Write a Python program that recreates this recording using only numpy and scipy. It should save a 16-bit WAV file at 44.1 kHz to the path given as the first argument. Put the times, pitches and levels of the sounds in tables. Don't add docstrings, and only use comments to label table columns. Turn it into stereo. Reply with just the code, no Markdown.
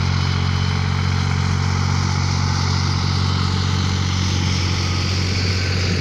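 import sys
import numpy as np
from scipy import signal
from scipy.fft import rfft, irfft, next_fast_len
from scipy.io import wavfile
from scipy.ndimage import uniform_filter1d, map_coordinates

SR = 44100
rng = np.random.default_rng(int(sys.argv[2]) if len(sys.argv) > 2 else 0)


def attenuation_scalar(level_db):
    decades = np.asarray(level_db, float) / 20
    return 10 ** decades


def master_out(mix):
    frames = np.transpose(np.atleast_2d(mix))
    ceiling = np.clip(frames, -1, 1)
    pcm = np.round(ceiling * 32767).astype(np.int16)
    wavfile.write(sys.argv[1], SR, pcm)


N = 264952


def unit(x):
    return x / np.sqrt(np.mean(x ** 2) + 1e-20)


def along(points, hz):
    f, v = np.transpose(points)
    return np.interp(np.log(hz + 1), np.log(f + 1), v)


def curves(rows, t=None):
    s, *columns = np.transpose(rows)
    times = np.arange(N) / SR if t is None else t
    return [np.interp(times, s, column) for column in columns]


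def swells(rows, floor_db):
    t = np.arange(N) / SR
    total = attenuation_scalar(floor_db)
    for s, db, half_s in rows:
        total = total + attenuation_scalar(db) * np.exp(-((t - s) / half_s) ** 2)
    return 20 * np.log10(total)


def wobble(rate):
    coarse = np.arange(0, N + 64, 32)
    knots = rng.standard_normal(int(N * rate / SR) + 4)
    smooth = map_coordinates(knots, [coarse * rate / SR], mode="nearest")
    return np.interp(np.arange(N), coarse, smooth)


def filtered(x, response):
    m = next_fast_len(N + 8192)
    return irfft(rfft(x, m) * response(np.fft.rfftfreq(m, 1 / SR)), m)[..., :N]


def rush(spectrum, patchy_db):
    z = signal.stft(rng.standard_normal((3, N)), nperseg=512)[2]
    field = uniform_filter1d(rng.standard_normal(z.shape[1:]), size=5, axis=0)
    field = uniform_filter1d(field, size=10, axis=1)
    noise = signal.istft(z * attenuation_scalar(patchy_db * unit(field)), nperseg=512)[1][:, :N]
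    return unit(filtered(noise, lambda hz: attenuation_scalar(along(spectrum, hz))))


def tone(turns, db, rough_db):
    return np.sqrt(2) * attenuation_scalar(db + rough_db * wobble(10)) * np.cos(2 * np.pi * turns)


# time_s, turn [0-1]
TURN = [(0, 0), (1, 0.09), (2, 0.24), (3, 0.39), (4.2, 0.67), (5.4, .86), (6, 0.96)]


def facing(values, t=None):
    return np.interp(curves(TURN, t)[0], np.linspace(0, 1, len(values)), values)


# time_s, rate_hz [twice the firing rate]
ENGINE = [(0, 90.7), (.4, 91.5), (.65, 91.8), (.9, 92.6), (1.4, 91.8), (1.9, 92.95), (2.15, 93),
          (2.4, 92.2), (2.65, 92.1), (3.1, 92.7), (4.2, 92.35), (4.6, 91.4), (4.9, 90.85), (5.15, 91.2),
          (5.4, 92.6), (5.65, 92.2), (6, 91.2)]


def engine_cycle():
    return np.cumsum(curves(ENGINE)[0]) / SR / 6 + 1 - .41 / 6


def throb(cycle, delay, decay, depth, sizes):
    firings = 3 * cycle - delay
    k = np.floor(firings).astype(int)
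    u = (firings - k) / decay
    chance = attenuation_scalar(1.4 * rng.standard_normal(400))
    size = np.array(sizes)[k % 3] * chance[k % 400]
    return unit(1 + depth * size * u * np.exp(1 - u))


# pitch_hz, level_db
BUFFET = [(5, -12), (12, -15.5), (27, -4), (45, -29.5), (65, -8), (130, -14), (220, -11), (400, -41),
          (800, -69.5), (2000, -120)]
# peak_s, level_db, half_length_s
GUSTS = [
    (0, -35, 0.38),
    (1.5, -36, .25),
    (4.55, -27, 0.24),
    (5.65, -28, .2),
]


def breeze():
    shared, left, right = rush(BUFFET, patchy_db=3.0)
    level_db = swells(GUSTS, floor_db=-60) + 0.72 * wobble(27)
    return attenuation_scalar(level_db) * (0.22 * shared + 0.22 * np.array([left, right]))


# start_s, level_db [peak]
TICKS = [
    (1.4465, -58),
    (1.8352, -49.5),
    (2.4836, -56),
    (3.3865, -50),
    (4.2694, -58),
    (5.7404, -62),
]


def snaps():
    x, t = np.zeros(N), np.arange(400) / SR
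    for s, db in TICKS:
        x[round(s * SR):][:400] += attenuation_scalar(db + 4 - 60 * t / .006) * rng.standard_normal(400)
    crisp = [(3000, -50), (8000, 1), (12000, -4), (15000, -12)]  # pitch_hz, level_db
    return filtered(x, lambda hz: attenuation_scalar(along(crisp, hz)))


# time_s, level_db
RAKE = [(0, -30), (.8, -29.5), (1.25, -27), (2.2, -28), (2.8, -27), (3.9, -27.5), (4.4, -25.5),
        (4.8, -25.5), (5.3, -27), (5.6, -26), (6, -27.5)]
# pitch_hz, level_db
GRASS = [(1500, -39), (2800, -11.5), (3600, -7), (4300, -2.5), (5000, -3), (5600, -7), (6200, -9),
         (6900, -18.5), (7600, -26.5), (8300, -35), (9500, -120)]
# pitch_hz, level_db
CHAFF = [(5000, -120), (6500, -41), (7500, -33), (8100, 1), (8800, 4.5), (9700, 1), (10500, 3),
         (11700, -4.5), (12600, -4.5), (14600, -10), (15400, -16), (17000, -120)]


def rake(cycle):
    load_db, = curves(RAKE)
    chaff_db = -55 + 0.64 * (load_db - load_db.mean())
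    sweep_db = 0.71 * wobble(9) + 0.36 * wobble(30)
    pulse = throb(cycle, delay=0.13, decay=0.32, depth=0.53, sizes=[1, 1, 1])
    grass = attenuation_scalar(load_db) * attenuation_scalar(sweep_db) * rush(GRASS, patchy_db=1.0)
    chaff = attenuation_scalar(chaff_db) * attenuation_scalar(.6 * sweep_db) * rush(CHAFF, patchy_db=1.5)
    return pulse * (grass + chaff)


GEARS = [55.4, 83, 99.2, 198.5]
# peak_s, level_db, half_length_s
GLINTS = [
    [(2.3, -37, 0.42), (3.8, -42.5, 0.58), (4.85, -33.5, 0.53)],
    [(1.7, -40.5, 0.18), (3.4, -39, .5), (4.85, -35, 0.36)],
    [(2.6, -32, .2), (5.5, -32.5, 0.33)],
    [(.65, -40, 0.53), (1.7, -56, .15), (3.3, -43, 0.51), (4.2, -43, 0.37)],
]
BACKLASH_TURNS = (.28, .3, .25, .17)


def gears(cycle):
    whine = np.zeros(N)
    for rows, teeth, blur in zip(GLINTS, GEARS, BACKLASH_TURNS):
        turns = teeth * cycle + blur * wobble(50)
        whine += tone(turns, swells(rows, floor_db=-52.5), rough_db=3)
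    return whine


# ahead_db, front_quarter_db, rear_quarter_db, behind_db
SHAFT_DB = [
    (-45, -46, -45, -35.5),
    (-45, -46.5, -42, -53),
    (-48, -43, -61, -43),
]


def drive(cycle):
    first, third, fourth = map(facing, SHAFT_DB)
    low = -tone(7 * cycle, first, rough_db=5)
    middle = tone(21 * cycle, third - 2, rough_db=4.0)
    high = tone(28 * cycle, fourth - 2, rough_db=4.5)
    return low + middle + high


def rattle(cycle, spectrum):
    jumbles = rng.standard_normal((8, 2048))
    fade, k = np.modf(np.arange(N) / SR / 1.2)
    at, k = (cycle % 1 * 2048).astype(int), k.astype(int)
    old = np.cos(np.pi / 2 * fade) * jumbles[k, at]
    new = np.sin(np.pi / 2 * fade) * jumbles[k + 1, at]
    return unit(filtered(old + new, lambda hz: attenuation_scalar(along(spectrum, hz))))


# pitch_hz, level_db
HOOD = [(150, -55), (240, -11), (330, -0.5), (480, 0.5), (570, -4), (750, -43), (1000, -52), (2000, -120)]
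BLOCK = [(400, -52), (620, -8), (780, 0), (1000, -3.5), (1300, -2.5), (1700, -2), (2100, -2), (2800, -75),
         (4000, -120)]
VALVES = [(1200, -61), (1700, -52), (2200, 2.5), (2700, -2), (3300, -4), (4200, -25), (5500, -120)]
RUMBLE = [(20, -30), (62, -6.5), (110, -0.5), (170, 3), (250, -6), (400, -49), (900, -120)]
# ahead_db, front_quarter_db, rear_quarter_db, behind_db
PANELS_DB = (-36.5, -34.5, -34.5, -31.5)
BLOCK_DB = (-30, -27, -27.5, -27)
VALVES_DB = (-37.5, -35, -35.5, -31)
RUMBLE_DB = (1, 0.43, 3.9, 2.6)


def clatter(cycle):
    panels, block, valves = attenuation_scalar([facing(PANELS_DB), facing(BLOCK_DB), facing(VALVES_DB)])
    panel_throb = throb(cycle, delay=0.64, decay=0.2, depth=0.37, sizes=[1, 1, 1])
    block_throb = throb(cycle, delay=0.1, decay=0.27, depth=0.56, sizes=[.8, .8, 1.3])
    valve_throb = throb(cycle, delay=0.028, decay=0.27, depth=0.64, sizes=[1.6, .9, .6])
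    parts = [(panels, HOOD, .85, panel_throb),
             (block, BLOCK, .82, block_throb),
             (valves, VALVES, .45, valve_throb)]
    total = 0
    for level, spectrum, share, gate in parts:
        noise = np.sqrt(1 - min(share, .95) ** 2) * rush(spectrum, patchy_db=0.5)
        noise[0] += share * rattle(cycle, spectrum)
        total = total + level * gate * noise
    shudder = panels * attenuation_scalar(facing(RUMBLE_DB)) * rush(RUMBLE, patchy_db=2)
    return total + shudder


# pitch_hz, width_hz, level_db
CASTING = [(759, 85, 8), (910, 50, -17), (1320, 120, -5.5), (1405, 103, 11.5), (2230, 73, 17)]


def knock(cycle):
    blows = np.zeros(N)
    for delay, db in [(.015, 13), (.36, 8.5), (.41, 12.5), (.7, -13)]:
        at = np.flatnonzero(np.diff(np.floor(cycle - delay)))
        blows[at] += attenuation_scalar(db + 1.8 * rng.standard_normal(200)[:len(at)])

    def ringing(f):
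        ring = 0
        for k, (center, width, db) in enumerate(CASTING):
            damping = 1j * f * width
            ring = ring + (-1) ** k * attenuation_scalar(db) * damping / (center * center - f * f + damping)
        soft = 1 / (1 + 1j * f / 2600) ** 6
        return ring * soft * f ** 2 / (f ** 2 + 600 ** 2)

    return attenuation_scalar(facing(BLOCK_DB) - 7) * unit(filtered(blows, ringing))


# order [per engine cycle], level_db [under the strongest]
UNEVEN = [(1, -26), (2, -45), (3, -18.5), (4, -31), (5, -31), (6, 0), (7, -20), (8, -46), (9, -3),
          (10, -21), (11, -72), (12, -11), (13, -25), (14, -36.5), (15, -15), (16, -26), (17, -23),
          (18, -24.5)]
# ahead_db, front_quarter_db, rear_quarter_db, behind_db
NOTE_DB = (-21, -21, -21, -22)
THIRD_DB = (-3.5, -3.5, -7.5, -13.5)
FOURTH_DB = (-10.5, -12, -8.5, -18)
SPREAD_TURNS = (-.115, -.07, -.01, .06)


def exhaust(cycle):
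    second = facing(NOTE_DB)
    third, fourth = second + facing(THIRD_DB), second + facing(FOURTH_DB)
    firing = {6: second, 9: third, 12: fourth, 15: third - 11}
    hum, spread = np.zeros(N), facing(SPREAD_TURNS)
    for order, db in UNEVEN:
        if order % 3 == 0:
            skew = spread * (max(order - 6, 0) / 3) ** 1.3
        else:
            skew = rng.random()
        level_db = firing.get(order, second + db - 2.5)
        rough_db = .35 if order in firing else 2
        if order % 7 > 0:
            hum += tone(order * cycle + skew, level_db, rough_db)
    return hum


# pitch_hz, share [0-1]
DIFFUSE = [(100, 0.15), (500, 0.17), (1000, 0.5), (2100, 0.62), (2900, 0.46), (5000, 0.56), (10000, 0.94)]
# pitch_hz, level_db
LEFT = [(50, -2.5), (100, -3), (200, -2.5), (400, -2), (650, -0.5), (1000, -4.5), (2200, -2.5), (5000, -1),
        (9000, -3), (13000, -8)]
LAG_SAMPLES = (2.26, 20.63)
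# ahead_db, front_quarter_db, rear_quarter_db, behind_db
SHADE_DB = (4.5, 1.5, -.5, -5.5)
# delay [ms], then strength [0-1]
ECHO_MS = [
    (.82, 0.803, .64, 0.27),
    (.89, 0.948, 0.871, 0.731),
]
ECHO_SHARE = [
    (0.59, 0.62, 0.44, 0.045),
    (0.44, 0.7, 0.6, 0.3),
]


def ports(x):
    hz, t, (direct, *scattered) = signal.stft(x, SR, nperseg=1024, noverlap=768)
    hz = hz[:, None]
    lag, shade_db = facing(LAG_SAMPLES, t), facing(SHADE_DB, t)
    delays_ms = [facing(v, t) for v in ECHO_MS]
    strengths = [facing(v, t) for v in ECHO_SHARE]
    share = np.clip(along(DIFFUSE, hz), 0, 1)
    half = np.exp(-1j * (np.pi * hz * lag / SR - .06))
    treble = hz ** 2 / (hz ** 2 + 2500 ** 2)
    tilt = attenuation_scalar((along(LEFT, hz) + shade_db * treble) / 2)
    sides, phases, extra_ms = (1, -1), (.05, .1), (.27, .16)
    out = []
    for side, delay, strength, phase, later, other in zip(
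            sides, delays_ms, strengths, phases, extra_ms, scattered):
        reach = np.clip(strength, 0, 1) * hz / (hz + 60) / (1 + (hz / 4800) ** 2)
        echo_turns = (hz * delay + np.maximum(hz - 2000, 0) * later) / 1000
        comb = 1 + reach * np.exp(1j * (phase - 2 * np.pi * echo_turns))
        comb = comb / np.where(hz < 260, np.abs(comb), np.sqrt(1 + reach ** 2))
        heard = np.sqrt(1 - share ** 2) * direct + share * other
        out.append((half * tilt) ** side * comb * heard)
    return signal.istft(np.array(out), SR, nperseg=1024, noverlap=768)[1][:, :N]


def scene():
    cycle = engine_cycle()
    machine = rake(cycle) + clatter(cycle)
    machine[0] += snaps() + gears(cycle) + drive(cycle) + knock(cycle) + exhaust(cycle)
    return breeze() + ports(machine)


def low_pass(x):
    return signal.sosfilt(signal.butter(12, 15480, fs=SR, output="sos"), x)


def record(dry):
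    hz, t, z = signal.stft(dry, SR, nperseg=2048)
    band = uniform_filter1d(np.abs(z) ** 2, size=5, axis=1).mean(0)
    hearing = [(7000, 4), (10500, 1), (11500, -8), (14000, -18), (15000, -24)]  # pitch_hz, level_db
    treble = np.median(band[(hz > 8500) & (hz < 11000)], axis=0)
    threshold = uniform_filter1d(treble, size=9) * attenuation_scalar(along(hearing, hz))[:, None]
    keep = (band > threshold) | (hz[:, None] < 7000)
    kept = signal.istft(z * keep, SR, nperseg=2048)[1][:, :N]
    return low_pass(kept)


dry = scene()
out = record(dry)
master_out(out)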